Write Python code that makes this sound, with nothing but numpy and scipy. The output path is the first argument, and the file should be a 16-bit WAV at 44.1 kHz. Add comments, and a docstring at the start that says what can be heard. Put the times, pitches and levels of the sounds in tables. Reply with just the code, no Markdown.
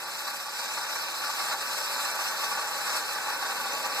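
"""The gears of a battery toy figure whir and chatter as it lifts a bottle and a glass on a wooden table.
Loose teeth mesh unevenly and ring its hollow body, churned by an oval wheel and catching now and then.
Dry shafts rasp and motor brushes hiss on top; the motor drones and the table rumbles underneath.
A small room adds a short tail, and a close pair of microphone ports gives the stereo image."""
import sys
import numpy as np
from scipy import signal
from scipy.fft import rfft, irfft, next_fast_len
from scipy.io import wavfile
from scipy.ndimage import map_coordinates

SR = 44100
rng = np.random.default_rng(int(sys.argv[2]) if len(sys.argv) > 2 else 0)


def dump(signal):
    """Clip the signal to [-1, 1] and save it as 16-bit WAV at the path in sys.argv[1]."""
    limited = np.clip(np.atleast_2d(signal).T, -1, 1)
    pcm = np.round(limited * 32767).astype(np.int16)
    wavfile.write(sys.argv[1], SR, pcm)


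N = 176400

# fader of the gear train as its load changes: time_s, level_db
GEAR_FADER = [(0.0, -40), (0.35, -40), (0.46, -41.5), (0.79, -38), (1.0, -38.5), (1.19, -39.5), (1.27, -38),
              (1.37, -36.5), (1.45, -35), (1.53, -34), (1.58, -40), (1.63, -37), (1.82, -36.5),
              (2.06, -33.5), (2.12, -36), (2.19, -33.5), (2.4, -36.5), (2.56, -35), (2.64, -35.5),
              (2.92, -33), (3.07, -36.5), (3.25, -34.5), (3.38, -36), (3.45, -34.5), (3.62, -35),
              (3.81, -35.5), (4.0, -32)]
# resonances of the hollow body: pitch_hz, width_hz, gain_db
BODY_MODES = [(551, 18.4, -7.5), (624, 11, -7), (804, 47, -2.5), (869.6, 51, -1.5), (958, 66, -3),
              (1117.3, 38.6, 1.5), (1171.6, 38, 1), (1401, 49, -6), (1506, 65, -2.5), (1577, 63, -4),
              (1764, 223, -10.5)]
# chatter within the gear noise: time_s, level_db
CHATTER_FADER = [(0, -4.5), (1, -2), (2.5, -5), (4, -8)]
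# colour of the chatter between the resonances: freq_hz, gain_db
CHATTER_EQ = [(100, -29), (400, -23), (550, -10), (700, -6.5), (850, 1.5), (1040, -12), (1220, 2),
              (1320, 3), (1600, 1), (1900, -4.5), (2100, -9), (2600, -17), (4000, -61)]
# the wheel's churn, strong while the gears run free, weaker once the arms load them: time_s, depth_db
CHURN_DEPTH = [(0, .9), (1, .9), (1.3, .6), (4, .6)]
# the teeth catch and grind for a moment: peak_s, boost_db
TOOTH_CATCHES = [(.125, 0.5), (.282, 3), (.339, 1.5), (0.407, 3), (.536, 1), (.601, 5), (.656, 2.5),
                 (.717, 1), (.782, 3), (.847, 1), (.904, 3.5), (.964, 3.5), (1.036, 0.5), (1.247, 3.5),
                 (1.405, 2.5), (1.466, 1.5), (1.53, 1), (1.619, 3.5), (1.745, 1.5), (1.784, 2.5),
                 (2.051, 3.5), (2.203, 1.5), (2.303, 2), (2.443, 3.5), (2.518, 4.5), (2.586, 4),
                 (2.876, 1.5), (2.955, 3), (2.978, 2.5), (3.293, 4.5), (3.334, 3.5), (3.429, 3), (3.507, 2),
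                 (3.569, 1.5), (3.855, 4.5)]
# fader of the treble rasp, shafts and brushes together: time_s, level_db
RASP_FADER = [(0.0, -42), (0.22, -39.5), (0.48, -42), (0.6, -38), (0.67, -39), (0.78, -38), (0.8, -42),
              (0.83, -37.5), (0.86, -40.5), (0.91, -37.5), (1.05, -39), (1.53, -36), (1.55, -40.5),
              (1.78, -36), (1.9, -37.5), (2.05, -35), (2.14, -38), (2.27, -36), (2.35, -39), (2.37, -36.5),
              (2.5, -36), (2.53, -38.5), (2.82, -38), (2.97, -35), (3.03, -40), (3.14, -36.5), (3.16, -39),
              (3.31, -38), (3.38, -39.5), (3.41, -37.5), (3.77, -36.5), (3.79, -38), (3.85, -36.5),
              (3.89, -38.5), (4.0, -34)]
# resonances of the gearbox: pitch_hz, width_hz, gain_db
GEARBOX_MODES = [(2082, 23, -9.5), (2160, 25, -3), (2304, 34, 1), (2414, 75, 0), (2623, 104, 2.5),
                 (3868, 300, -2.5), (4090, 100, 1.5), (4234, 79, 0.5), (4390, 67, -3), (4590, 130, 0),
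                 (4794, 115, -0.5), (5050, 150, -1), (5460, 460, -1), (6040, 380, -3.5), (7950, 1010, -7),
                 (13370, 790, -11)]
# brush hiss within the rasp: time_s, level_db
HISS_FADER = [(0, -2), (2.3, -1.5), (3.1, -0.5), (4, -3)]
# colour of the brush hiss: freq_hz, gain_db
HISS_EQ = [(1200, -16), (2400, 1), (3300, 8), (5500, -10.5), (6500, 2), (7500, 5), (8600, -2), (10000, -2),
           (11500, -3.5), (12500, -1), (14000, 2)]
# fader of the body's low drone: time_s, level_db
DRONE_FADER = [(0, -48.5), (.45, -51.5), (1.2, -48), (2, -46.5), (3, -46), (4, -43)]
# colour of the drone: freq_hz, gain_db
DRONE_EQ = [(100, -41), (190, -7), (250, -7.5), (300, -3.5), (410, -1.5), (490, 6.5), (620, 0.5), (900, 3),
            (2000, -46)]
# faint motor tones, relative to the drone's noise: pitch_hz, level_db
MOTOR_TONES = [(356, -17), (556, -10), (623, -10)]
# colour of the table's rumble: freq_hz, gain_db
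RUMBLE_EQ = [(25, -27), (50, -14), (75, -27), (100, -4.5), (135, -3.5), (185, -0.5), (260, -2), (400, -24)]
# how alike the two ports sound: freq_hz, likeness (0 to 1)
PORT_LIKENESS = [(60, .9), (120, .6), (180, .05), (300, .4), (550, .75), (850, .92), (1030, .8),
                 (1150, .96), (1700, .99), (2150, .45), (2450, .72), (2880, 1), (3150, 1), (3400, .8),
                 (3700, .25), (4400, .93), (5200, .6), (5650, .5), (6050, .1), (7300, .85), (8050, .2),
                 (8400, .35), (8900, .05), (10300, .87), (11800, .05), (13200, .85), (14000, .2)]
# phase by which the left port leads the right: freq_hz, lead_rad
PORT_LEAD = [(20, 3.14), (150, 3.14), (210, 0), (1500, 0), (1850, -.15), (2200, -1.1), (2430, -3.14),
             (3400, -3.14), (3800, -4.5), (4400, -6.28), (5200, -7), (5750, -9.2), (6100, -10),
             (6450, -12.3), (7300, -12.57), (14000, -12.57)]

MESH_HZ, MESH_WANDER, TOOTH_PLAY_S = 288.7, 0.01821, 0.00018
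WHEEL_HZ, WHEEL_WANDER = 16.05, 0.012
CATCH_RISE_S, CATCH_FALL_S = 0.011, 0.012
RATTLES_PER_S, SCRAPES_PER_S = 1900, 6000
MESH_DB, RATTLE_DB, SCRAPE_DB, DRONE_DB, RUMBLE_DB, ROOM_DB = -5, -3, 2, -2, -60.5, -13  # layer trims
# lifting the glass loads the gearbox and damps its upper resonances
GLASS_LIFT_S, LIFT_RAMP_S, LIFT_DAMP_DB, DAMP_ABOVE_HZ = 3.0, .3, -2.2, 4400


def gears(press_db):
    """Meshing teeth and loose rattles ring the hollow body; chatter fills in between the resonances."""
    mesh = amp(MESH_DB) * ring(teeth(spread_db=4.0), BODY_MODES)
    rattle = amp(RATTLE_DB) * ring(impacts(RATTLES_PER_S, spread_db=2.5), BODY_MODES)
    chatter = amp(curve(CHATTER_FADER)) * coloured(impacts(RATTLES_PER_S, spread_db=2.5), CHATTER_EQ)
    return amp(curve(GEAR_FADER) + press_db) * (mesh + rattle + chatter)


def teeth(spread_db):
    """Two streams of one knock per gear tooth, each a little early or late and of its own strength."""
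    teeth_passed = np.floor(turns(MESH_HZ, MESH_WANDER, rate=45))
    due = np.flatnonzero(np.diff(teeth_passed))
    streams = []
    for late, strength in rng.standard_normal((2, 2, 4096))[..., :len(due)]:
        onsets = np.clip(due + late * TOOTH_PLAY_S * SR, 0, N - 1).astype(int)
        streams.append(np.bincount(onsets, amp(spread_db * strength), N))
    return np.array(streams)


def tooth_pressure(shudder_db=.55):
    """Level swing in dB: an oval wheel presses twice a turn, catches swell, and the teeth shudder."""
    t = np.arange(N) / SR
    churn = curve(CHURN_DEPTH) * np.cos(4 * np.pi * turns(WHEEL_HZ, WHEEL_WANDER, rate=7.1))
    catches = np.zeros(N)
    for peak_s, boost_db in TOOTH_CATCHES:
        width_s = np.where(t < peak_s, CATCH_RISE_S, CATCH_FALL_S)
        catches += boost_db * np.exp(-np.minimum(((t - peak_s) / width_s) ** 2, 20))
    return churn + catches + shudder_db * wobble(rate=37)


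def shaft_scrape(press_db, follow=0.67, flutter_db=1.9):
    """Dry shafts scrape in the gearbox, each resonance fluttering on its own."""
    contacts = impacts(SCRAPES_PER_S, spread_db=2.0)
    lift = np.clip((np.arange(N) / SR - GLASS_LIFT_S) / LIFT_RAMP_S, 0, 1)
    scrape = np.zeros((2, N))
    for k, (hz, width_hz, gain_db) in enumerate(GEARBOX_MODES):
        ringing = signal.lfilter(*signal.iirpeak(hz, hz / width_hz, SR), contacts)
        damp_db = LIFT_DAMP_DB * lift * (hz > DAMP_ABOVE_HZ)
        scrape += (-1) ** k * amp(gain_db + damp_db + flutter_db * wobble(rate=45)) * ringing
    return amp(SCRAPE_DB + follow * press_db) * unit(scrape)


def brush_hiss(press_db, follow=0.076, flutter_db=1.47):
    """The motor brushes make tiny contacts so dense that they blur into a fluttering hiss."""
    flutter = amp(flutter_db * wobble(rate=60))
    hiss = coloured(impacts(per_s=18000, spread_db=3), HISS_EQ)
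    return amp(curve(HISS_FADER) + follow * press_db) * flutter * hiss


def motor_drone(press_db, follow=0.41):
    """The motor shakes the body: low noise, with a few unsteady tones in the shared stream."""
    drone = coloured(rng.standard_normal((2, N)), DRONE_EQ)
    for hz, level_db in MOTOR_TONES:
        drone[0] += amp(level_db) * np.sqrt(2) * np.sin(2 * np.pi * turns(hz, wander=0.01143, rate=23))
    return amp(curve(DRONE_FADER) + DRONE_DB + follow * press_db) * drone


def table_rumble(follow=0.48, bump_db=1.5):
    """The table top rumbles unevenly under the toy, partly riding the drone's fader."""
    bumps = amp(bump_db * wobble(rate=16))
    rumble = unit(bumps * coloured(rng.standard_normal((2, N)), RUMBLE_EQ))
    load_db = curve(DRONE_FADER)
    return amp(RUMBLE_DB + follow * (load_db - load_db.mean())) * rumble


def room(x, t60_s=0.15, renew_s=.25):
    """A short, smooth room tail, renewed every quarter second so it adds no fixed colour."""
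    t, step = np.arange(SR // 3) / SR, int(renew_s * SR)
    wet = np.zeros_like(x)
    for centre in range(0, N + step, step):
        fade = np.sqrt(np.clip(1 - abs(np.arange(N) - centre) / step, 0, 1))
        tail = rng.standard_normal((2, len(t))) * amp(-60 * t / t60_s)
        wet += signal.fftconvolve(x * fade, tail / np.linalg.norm(tail[0]), axes=1)[:, :N]
    return wet


def ports(x):
    """Spread a shared (mid) and an unshared (side) stream over two ports, with their likeness and lag."""
    def mid_side_gains(f):
        angle = np.arccos(np.clip(along(PORT_LIKENESS, f), 0, 1)) / 2
        return np.array([np.cos(angle), np.sin(angle)])
    mid, side = filtered(x, mid_side_gains)
    stereo = np.array([mid + side, mid - side])
    return filtered(stereo, lambda f: np.exp(.5j * np.outer([1, -1], along(PORT_LEAD, f))))


def impacts(per_s, spread_db):
    """Two unrelated streams of tiny random contacts."""
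    hit = rng.random((2, N)) < per_s / SR
    polarity = np.sign(rng.standard_normal((2, N)))
    return hit * polarity * amp(spread_db * rng.standard_normal((2, N)))


def ring(x, modes):
    """x through a bank of resonances of alternating polarity, at rms 1."""
    def response(f):
        return sum((-1) ** k * amp(db) * 1j * f * width / (hz * hz - f * f + 1j * f * width)
                   for k, (hz, width, db) in enumerate(modes))
    return unit(filtered(x, response))


def coloured(x, eq):
    """x through a broad EQ curve, at rms 1."""
    return unit(filtered(x, lambda f: amp(along(eq, f))))


def filtered(x, response):
    """x through a complex frequency response."""
    size = next_fast_len(N + SR // 2)
    return irfft(rfft(x, size) * response(np.fft.rfftfreq(size, 1 / SR)), size)[..., :N]


def turns(hz, wander, rate):
    """Cycles run up by a part whose speed wanders."""
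    return np.cumsum(hz * (1 + wander * wobble(rate))) / SR


def wobble(rate):
    """A smooth random curve, rate knots a second."""
    return map_coordinates(rng.standard_normal(2048), [np.arange(N) * rate / SR], mode="wrap")


def curve(rows):
    """Automation from time_s, value rows, one value per sample."""
    return np.interp(np.arange(N) / SR, *np.transpose(rows))


def along(rows, hz):
    """Read freq_hz, value rows on a log frequency axis."""
    freqs, values = np.transpose(rows)
    return np.interp(np.log(hz + 1), np.log(freqs + 1), values)


def amp(db):
    """Decibels to gain."""
    return 10 ** (np.asarray(db) / 20)


def unit(x):
    """Scale to rms 1."""
    return x / np.sqrt(np.mean(x ** 2) + 1e-20)


def scene():
    """The mix: one tooth pressure drives the gears; shafts, brushes and motor each follow a share of it."""
    press_db = tooth_pressure()
    toy = gears(press_db)
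    toy += amp(curve(RASP_FADER)) * (shaft_scrape(press_db) + brush_hiss(press_db))
    toy += motor_drone(press_db) + table_rumble()
    return ports(toy + amp(ROOM_DB) * room(toy))


def record(dry):
    """A brick-wall high cut at 14 kHz."""
    return filtered(dry, lambda f: f < 14000)


dry = scene()
out = record(dry)
dump(out)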